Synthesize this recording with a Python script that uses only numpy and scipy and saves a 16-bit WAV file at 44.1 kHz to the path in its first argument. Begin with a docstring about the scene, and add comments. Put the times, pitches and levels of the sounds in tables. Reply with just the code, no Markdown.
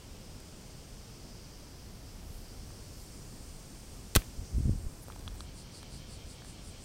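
"""Far cicadas hiss in the trees of a summer field, and a breeze rumbles on a small glider's microphone.
A hand shifts its grip as an elastic line is drawn taut. Just after 4 s the line lets go with a snap,
a low thump and brief ringing tones. Rushing air buffets the microphone, and the frame creaks and ticks
as the glider pulls up. During the climb one cicada stands out, rasping in a steady beat.
There is one microphone, heard the same in both ears."""
import sys
import numpy as np
from scipy import signal
from scipy.fft import rfft, irfft
from scipy.io import wavfile
from scipy.ndimage import uniform_filter1d

SR = 44100
rng = np.random.default_rng(int(sys.argv[2]) if len(sys.argv) > 2 else 0)


def wav_out(sig):
    """Save sig, one row per channel (or a flat mono array), as 16-bit PCM at SR to the path in sys.argv[1]."""
    wavfile.write(sys.argv[1], SR, np.round(np.clip(np.atleast_2d(sig).T, -1, 1) * 32767).astype(np.int16))


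N = 301644
TIME = np.arange(N) / SR

# the notes the glider's frame rings at: f/Hz, relative level/dB, t60/s (time to fade by 60 dB)
FRAME_NOTES = [(500, -4, .01), (830, 0, 0.0077), (1270, -6.5, 0.0092), (1710, -7.5, 0.014),
               (2400, -9, 0.0075), (3370, -9.5, 0.0088), (4080, -6.5, 0.0064), (4720, -14, 0.016),
               (5800, -8.5, 0.0072), (8340, -3, 0.0052), (11000, -6, .004), (13300, -11, .006)]


def from_db(db):
    """Turn decibels into a factor to multiply by."""
    return 10 ** (np.asarray(db) / 20)


def rms_one(x):
    """Scale a sound so its average strength (rms) is 1."""
    return x / np.sqrt(np.mean(x ** 2) + 1e-20)


def noise(spectrum):
    """Noise of strength 1, coloured by rows of f/Hz, relative level/dB."""
    hz, db = np.transpose(spectrum)
    bins = np.maximum(np.fft.rfftfreq(N, 1 / SR), 1)
    gain = from_db(np.interp(np.log(bins), np.log(hz), db, left=-80, right=-80))
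    return rms_one(irfft(rfft(rng.standard_normal(N)) * gain, N))


def low_pass(x, hz):
    """Soften everything above hz."""
    return signal.sosfilt(signal.butter(2, min(hz, .45 * SR), fs=SR, output="sos"), x + 1e-18)


def resonance(x, hz, width_hz):
    """Let through a band around hz and weaken the rest."""
    r = np.exp(-np.pi * width_hz / SR)
    feedback = [1, -2 * r * np.cos(2 * np.pi * hz / SR), r * r]
    return signal.lfilter(np.array([1, 0, -1]) * (1 - r * r) / 2, feedback, x + 1e-18)


def steep_band(x, hz, width_hz):
    """Two resonances in a row make a band with steeper sides."""
    return resonance(resonance(x, hz, 2 * width_hz), hz, 2 * width_hz)


def ring(clicks, hz, t60):
    """Each click starts a fading note as strong as the click."""
    r = np.exp(-np.log(1000) / (t60 * SR))
    step = 2 * np.pi * hz / SR
    return signal.lfilter([0, np.sin(step)], [1, -2 * r * np.cos(step), r * r], clicks + 1e-18)


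def decay(t60):
    """A quarter-second fade from 1, losing 60 dB every t60 seconds."""
    return np.exp(-np.log(1000) * TIME[:SR // 4] / t60)


def thump(hz, t60):
    """One fading note that starts with a pull."""
    return -np.sin(2 * np.pi * hz * TIME[:SR // 4]) * decay(t60)


def bell(s, half_length):
    """A smooth hump of height 1 around time s."""
    return np.exp(-np.minimum(((TIME - s) / half_length) ** 2 / 2, 20))


def swell(s, rise, fall):
    """A hump at time s with its own rise and fall times."""
    return np.where(TIME < s, bell(s, rise), bell(s, fall))


def add(out, s, sound):
    """Mix a short sound in at time s."""
    at = round(s * SR)
    out[at:at + len(sound)] += sound[:N - at]


def pressure_pulses(rows):
    """Each quick swirl of air pushes on the microphone, then sucks."""
    out = np.zeros(N)
    for s, db, half_length in rows:
        place = (TIME - s) / half_length
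        pressure = -place / np.sqrt(1 + place ** 2) ** 3
        out += from_db(db) * pressure / pressure.max()
    return out


def microphone_hiss(level_db=-57):
    """The microphone makes a faint, steady hiss of its own."""
    # colour of the hiss: f/Hz, relative level/dB
    colour = [(100, 7.5), (500, 4.5), (1000, -2.5), (1900, -7), (3800, -10.5), (7000, -11.5), (10500, -17),
              (14000, -16), (16000, -19)]
    return from_db(level_db) * noise(colour)


def cicada_chorus(low_db=-3.0, main_db=-1.3, high_db=-2.0):
    """Many far cicadas merge into three smooth bands of hiss."""
    # colour of each band: f/Hz, relative level/dB
    low = [(1600, -40), (2100, -6), (2500, -4.5), (3200, -2), (3800, -5), (4500, -13)]
    main = [(3600, -26), (4100, -5.5), (4600, -0.5), (5100, 0.5), (6000, -1), (6500, -5.5), (7500, -40)]
    high = [(5800, -21), (6700, 0), (7400, 0), (8900, 0.5), (9500, -3), (10100, -17), (11500, -35)]
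    # how each band drifts as the glider is turned and flies off: t/s, level/dB before its trim
    low_drift = [(0.0, -61), (0.27, -63.5), (3.24, -65.5), (4.3, -63), (4.76, -69.5), (6.04, -60),
                 (6.84, -61.5)]
    main_drift = [(0.0, -62), (0.21, -60.5), (1.43, -58.5), (2.21, -61.5), (2.7, -58.5), (3.98, -60),
                  (4.36, -59), (4.93, -62.5), (5.39, -62), (5.77, -60), (6.29, -60.5), (6.84, -59)]
    high_drift = [(0.0, -63.5), (0.53, -60.5), (2.06, -65.5), (3.03, -59), (4.69, -60), (5.58, -66),
                  (6.17, -65), (6.84, -61)]
    bands = [(low, low_drift, low_db), (main, main_drift, main_db), (high, high_drift, high_db)]
    out = np.zeros(N)
    for colour, drift, trim_db in bands:
        s, db = np.transpose(drift)
        out += from_db(np.interp(TIME, s, db) + trim_db) * noise(colour)
    return out


def far_cicadas():
    """Single cicadas swell out of the chorus and fade, each a narrow band of rasp."""
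    # the calls: start/s, end/s, f/Hz, width/Hz, level/dB
    calls = [(0.0, 0.64, 5030, 250, -68), (0.9, 1.95, 4930, 300, -66), (0.0, 1.3, 2980, 500, -73),
             (2.03, 2.18, 5100, 450, -63), (2.39, 2.56, 4750, 450, -63.5), (2.5, 3.3, 5350, 200, -68),
             (2.8, 4.3, 9000, 250, -68), (3.3, 5.3, 6150, 80, -71), (4.42, 4.53, 5650, 700, -59.5),
             (4.4, 5.178, 8450, 280, -66)]
    out = np.zeros(N)
    for start, end, hz, width, db in calls:
        arch = np.sin(np.pi * np.clip((TIME - start) / (end - start), 0, 1))
        out += from_db(db) * arch * rms_one(steep_band(rng.standard_normal(N), hz, width))
    return out


def wind(breeze_db=-50.5, wander_db=1.2, calm_limit_db=-49.5, gust_trim_db=1.0, calm_trim_db=1.5):
    """Slow air rumbles softly; faster air breaks into lumpy swirls at the microphone's opening."""
    # colours of calm and of swirling air: f/Hz, relative level/dB
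    calm_colour = [(15, -3.5), (30, 0), (65, -3), (110, -5.5), (200, -11), (350, -18), (600, -27.5),
                   (1200, -34), (3000, -49)]
    swirl_colour = [(15, -19), (35, 9.5), (70, 12), (130, -6), (240, -13), (340, -23), (520, -31.5),
                    (750, -49), (1500, -75)]
    # rushes of air as the glider speeds up and climbs: t/s, level/dB before the trims, rise/s, fall/s
    gusts = [(4.275, -45.5, .012, .012), (4.405, -42, .02, .035), (4.57, -28, .024, 0.036),
             (4.69, -28, 0.045, 0.047), (4.79, -40.5, 0.049, .06), (5.29, -44, .03, .05),
             (5.48, -47, .25, .1), (6.68, -51, 0.079, 0.069)]
    # single swirls that hit the microphone: t/s, peak level/dB, half-length/s
    buffets = [(4.393, -35, 0.0043), (4.5836, -27.5, 0.0015), (4.608, -24, 0.0019), (4.656, -25, 0.0019),
               (4.6950, -19.5, 0.0014), (4.869, -30.5, 0.005)]
    breeze = from_db(breeze_db + wander_db * noise([(1, 0), (4, -4), (10, -20)]))
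    gust_power = sum((from_db(db) * swell(s, rise, fall)) ** 2 for s, db, rise, fall in gusts)
    flow = np.sqrt(breeze ** 2 + gust_power)
    calm = np.minimum(flow, from_db(calm_limit_db))
    excess = np.sqrt(flow ** 2 - calm ** 2)
    swirls = noise(swirl_colour)
    swirls /= np.sqrt(uniform_filter1d(swirls ** 2, size=1500) + 1e-3)  # even out their strength
    rumble = from_db(calm_trim_db) * calm * noise(calm_colour)
    return rumble + from_db(gust_trim_db) * excess * swirls + pressure_pulses(buffets)


def near_cicada(click_hz=318, waver=.006, first_s=5.405, beat_s=0.181, gain_db=-56.5):
    """Clicking drum skins ring the insect's body; its belly pumps between a bright and a dull stroke."""
    # body resonances of the bright stroke (upper, lower) and the dull one: f/Hz, width/Hz, gain/dB
    upper_bands = [(7780, 570, -1), (8550, 760, 2.5), (9280, 340, -1.5), (9960, 300, -13)]
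    lower_bands = [(4510, 320, 0.5), (4860, 530, 0.5)]
    dull_bands = [(2320, 90, -0.5), (3140, 200, 0), (4250, 340, -4), (5400, 420, -10.5)]
    # the lower voice swells and fades as the glider passes: t/s, gain/dB, rise/s, fall/s
    fly_past = (5.74, -55, .17, .55)
    rate = click_hz * (1 + waver * noise([(1, 4.5), (8, -0.5), (20, -16)]))
    clicks = np.diff(np.floor(np.cumsum(rate) / SR), prepend=0)
    rasp = from_db(-2.5) * rms_one(clicks) + rng.standard_normal(N)
    upper, lower, dull = (rms_one(sum(from_db(db) * steep_band(rasp, hz, width) for hz, width, db in b))
                          for b in (upper_bands, lower_bands, dull_bands))
    beats = first_s + beat_s * np.arange(9)
    opening = sum(bell(s, half_length=0.032) for s in beats)
    closing = np.interp(TIME - 0.082, TIME, opening)  # the dull stroke follows each bright one
    fade_in = np.where(TIME < beats[1], bell(beats[1], half_length=0.24), 1)
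    level = from_db(gain_db) * fade_in
    nearest_s, lower_db, rise, fall = fly_past
    lower_level = from_db(lower_db) * swell(nearest_s, rise, fall)
    return opening * (level * upper + lower_level * lower) + from_db(-4.0) * closing * level * dull


def rubbing(draw_s=(1.4, 2.3), fade_s=(5.25, 5.5), slack_db=-70, taut_db=-66):
    """Hand and line rub the frame: deep rumbles, brief scuffs, and a hiss that grows with the pull."""
    # the hand shifts its grip: t/s, level/dB, half-length/s
    grips = [(2.2, -47, .11), (2.6, -49, 0.13), (3.046, -53, 0.055)]
    # colours of the hand's rumble and the thin hiss: f/Hz, relative level/dB
    hand_colour = [(15, -11), (35, 2.5), (60, 2.5), (100, -12), (200, -17), (400, -47)]
    hiss_colour = [(5000, -20), (8000, -2.5), (10500, -3), (12500, -7.5), (14000, -5), (16000, -10)]
    # scuffs on the frame: t/s, level/dB, half-length/s, f/Hz, width/Hz
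    scuffs = [(2.35, -63, .06, 12000, 4000), (3.017, -64, .06, 12000, 4000), (4.58, -62, .012, 9500, 3000),
              (5.084, -57, .002, 13300, 1000), (5.031, -56.5, 0.01, 10600, 2000),
              (5.356, -64, 0.011, 14000, 2000)]
    rumble = sum(from_db(db) * bell(s, half) for s, db, half in grips) * noise(hand_colour)
    hiss_db = np.interp(TIME, draw_s, [slack_db, taut_db])
    hiss_fade = np.interp(TIME, fade_s, [1, 0])  # the thin high hiss fades out during the climb
    hiss = hiss_fade * from_db(hiss_db) * noise(hiss_colour)
    grit = rng.standard_normal(N)
    scuffing = sum(from_db(db) * bell(s, half) * rms_one(steep_band(grit, hz, width))
                   for s, db, half, hz, width in scuffs)
    return rumble + hiss + scuffing


def frame_creaks(start_s=5.03, end_s=5.38, slips_per_s=90, gain_db=-52, spread_db=2.0):
    """While the wings are strained, tiny slips come at random and ring the frame."""
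    slips = (rng.random(N) < slips_per_s / SR) & (TIME > start_s) & (TIME < end_s)
    clicks = slips * from_db(gain_db + spread_db * rng.uniform(-1, 1, N))
    return sum((-1) ** k * from_db(db) * ring(clicks, hz, t60)
               for k, (hz, db, t60) in enumerate(FRAME_NOTES))


def frame_ticks(spread_db=1.5):
    """The frame bends under load; where it gives decides which notes ring hardest."""
    # the ticks: t/s, gain/dB, f/Hz rung hardest, spread/octaves, level/dB of the hollow body's knock
    ticks = [(0.4025, -44, 12000, 2, -56), (2.705, -44, 1200, 1.1, -52), (4.2195, -25.5, 2430, .3, -57),
             (5.0829, -32, 600, .9, -48), (5.101, -35, 1050, .38, -36), (5.122, -34, 2900, .32, -52),
             (5.161, -39, 800, .97, -52), (5.193, -35.5, 6500, .45, -58), (5.278, -23, 3450, .25, -33),
             (5.283, -37, 6500, .4, -53), (5.4062, -26, 4250, .5, -35), (5.8298, -37, 2600, 2, -56),
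             (6.420, -42.5, 1400, 1.5, -55), (6.447, -42.5, 2200, 2, -56)]
    out = np.zeros(N)
    s, db, centre_hz, octaves, knock_db = np.transpose(ticks)
    starts = np.round(s * SR).astype(int)
    chance = rng.standard_normal((len(ticks), len(FRAME_NOTES)))
    for k, (hz, note_db, t60) in enumerate(FRAME_NOTES):
        closeness = 1 / (1 + (np.log2(hz / centre_hz) / octaves) ** 2)
        clicks = np.zeros(N)
        clicks[starts] = closeness * from_db(db + note_db + spread_db * chance[:, k])
        out += (-1) ** k * ring(clicks, hz, t60)
    for at, level_db in zip(s, knock_db):
        add(out, at, -from_db(level_db) * thump(hz=1230, t60=0.007))
    return out


def crack(t60, colour_hz, top_hz):
    """A fading burst of grit around colour_hz, with a bright edge, starting near strength 1."""
    grit = rng.choice([-1., 1.], SR // 4)
    body = resonance(grit, colour_hz, width_hz=1800)
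    edge = from_db(-3.5) * resonance(grit, hz=13100, width_hz=3000)
    burst = decay(t60) * low_pass(body + edge + from_db(-11.5) * grit, top_hz)
    return burst * np.linalg.norm(decay(t60)) / np.linalg.norm(burst)


def line_snap(loudest_s=4.1616, lurch_s=4.173, rattle_lag_s=.0016):
    """The line slips off and slaps the frame in a quick run of cracks, each with a duller rattle."""
    # jolts of air pressure: t/s, peak level/dB, half-length/s
    jolts = [(4.1614, -14, .0005), (4.1712, -18.5, .0019)]
    # the line's slaps: t/s, starting level/dB, t60/s, colour f/Hz, top f/Hz
    cracks = [(4.1515, -14.5, .0052, 4350, 11000), (4.1563, -17, 0.0089, 8000, 16000),
              (4.1613, -11, 0.007, 8300, 17100), (4.1670, -21, .007, 3500, 5500)]
    # a low thump and brief ringing tones that colour the snap: f/Hz, starting level/dB, t60/s
    snap_tones = [(95, -23, 0.093), (1080, -23, .02), (1305, -20, 0.027), (1554, -22, 0.025),
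                  (2380, -29, 0.024), (3052, -27, 0.026), (4470, -25, .018), (4600, -29, 0.024)]
    out = pressure_pulses(jolts)
    for s, db, t60, colour_hz, top_hz in cracks:
        add(out, s, from_db(db) * crack(t60, colour_hz, top_hz))
        rattle = from_db(db - 7) * crack(t60=.014, colour_hz=2850, top_hz=8000)
        add(out, s + rattle_lag_s, rattle)
    for k, (hz, db, t60) in enumerate(snap_tones):
        add(out, loudest_s, (-1) ** k * from_db(db) * thump(hz, t60))
    add(out, lurch_s, from_db(-16) * thump(hz=44.6, t60=0.077))  # the whole glider lurches forward
    # colour of the faint echo scattered back by the field: f/Hz, relative level/dB
    echo_colour = [(200, 11), (1000, 2), (3000, 0), (5000, -2), (9000, -4), (13000, -3), (16000, -8)]
    add(out, loudest_s, from_db(-41.0) * noise(echo_colour)[:SR // 4] * decay(t60=.29))
    return out


def scene():
    """Air, insects and glider all reach one small microphone."""
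    air = wind()
    insects = cicada_chorus() + far_cicadas() + near_cicada()
    glider = rubbing() + line_snap() + frame_ticks() + frame_creaks()
    mono = air + insects + glider + microphone_hiss()
    return np.array([mono, mono])


def record(dry, cutoff_hz=15800):
    """The highest treble is cut off steeply."""
    return signal.sosfilt(signal.ellip(12, .1, 80, cutoff_hz, fs=SR, output="sos"), dry)


dry = scene()
out = record(dry)
wav_out(out)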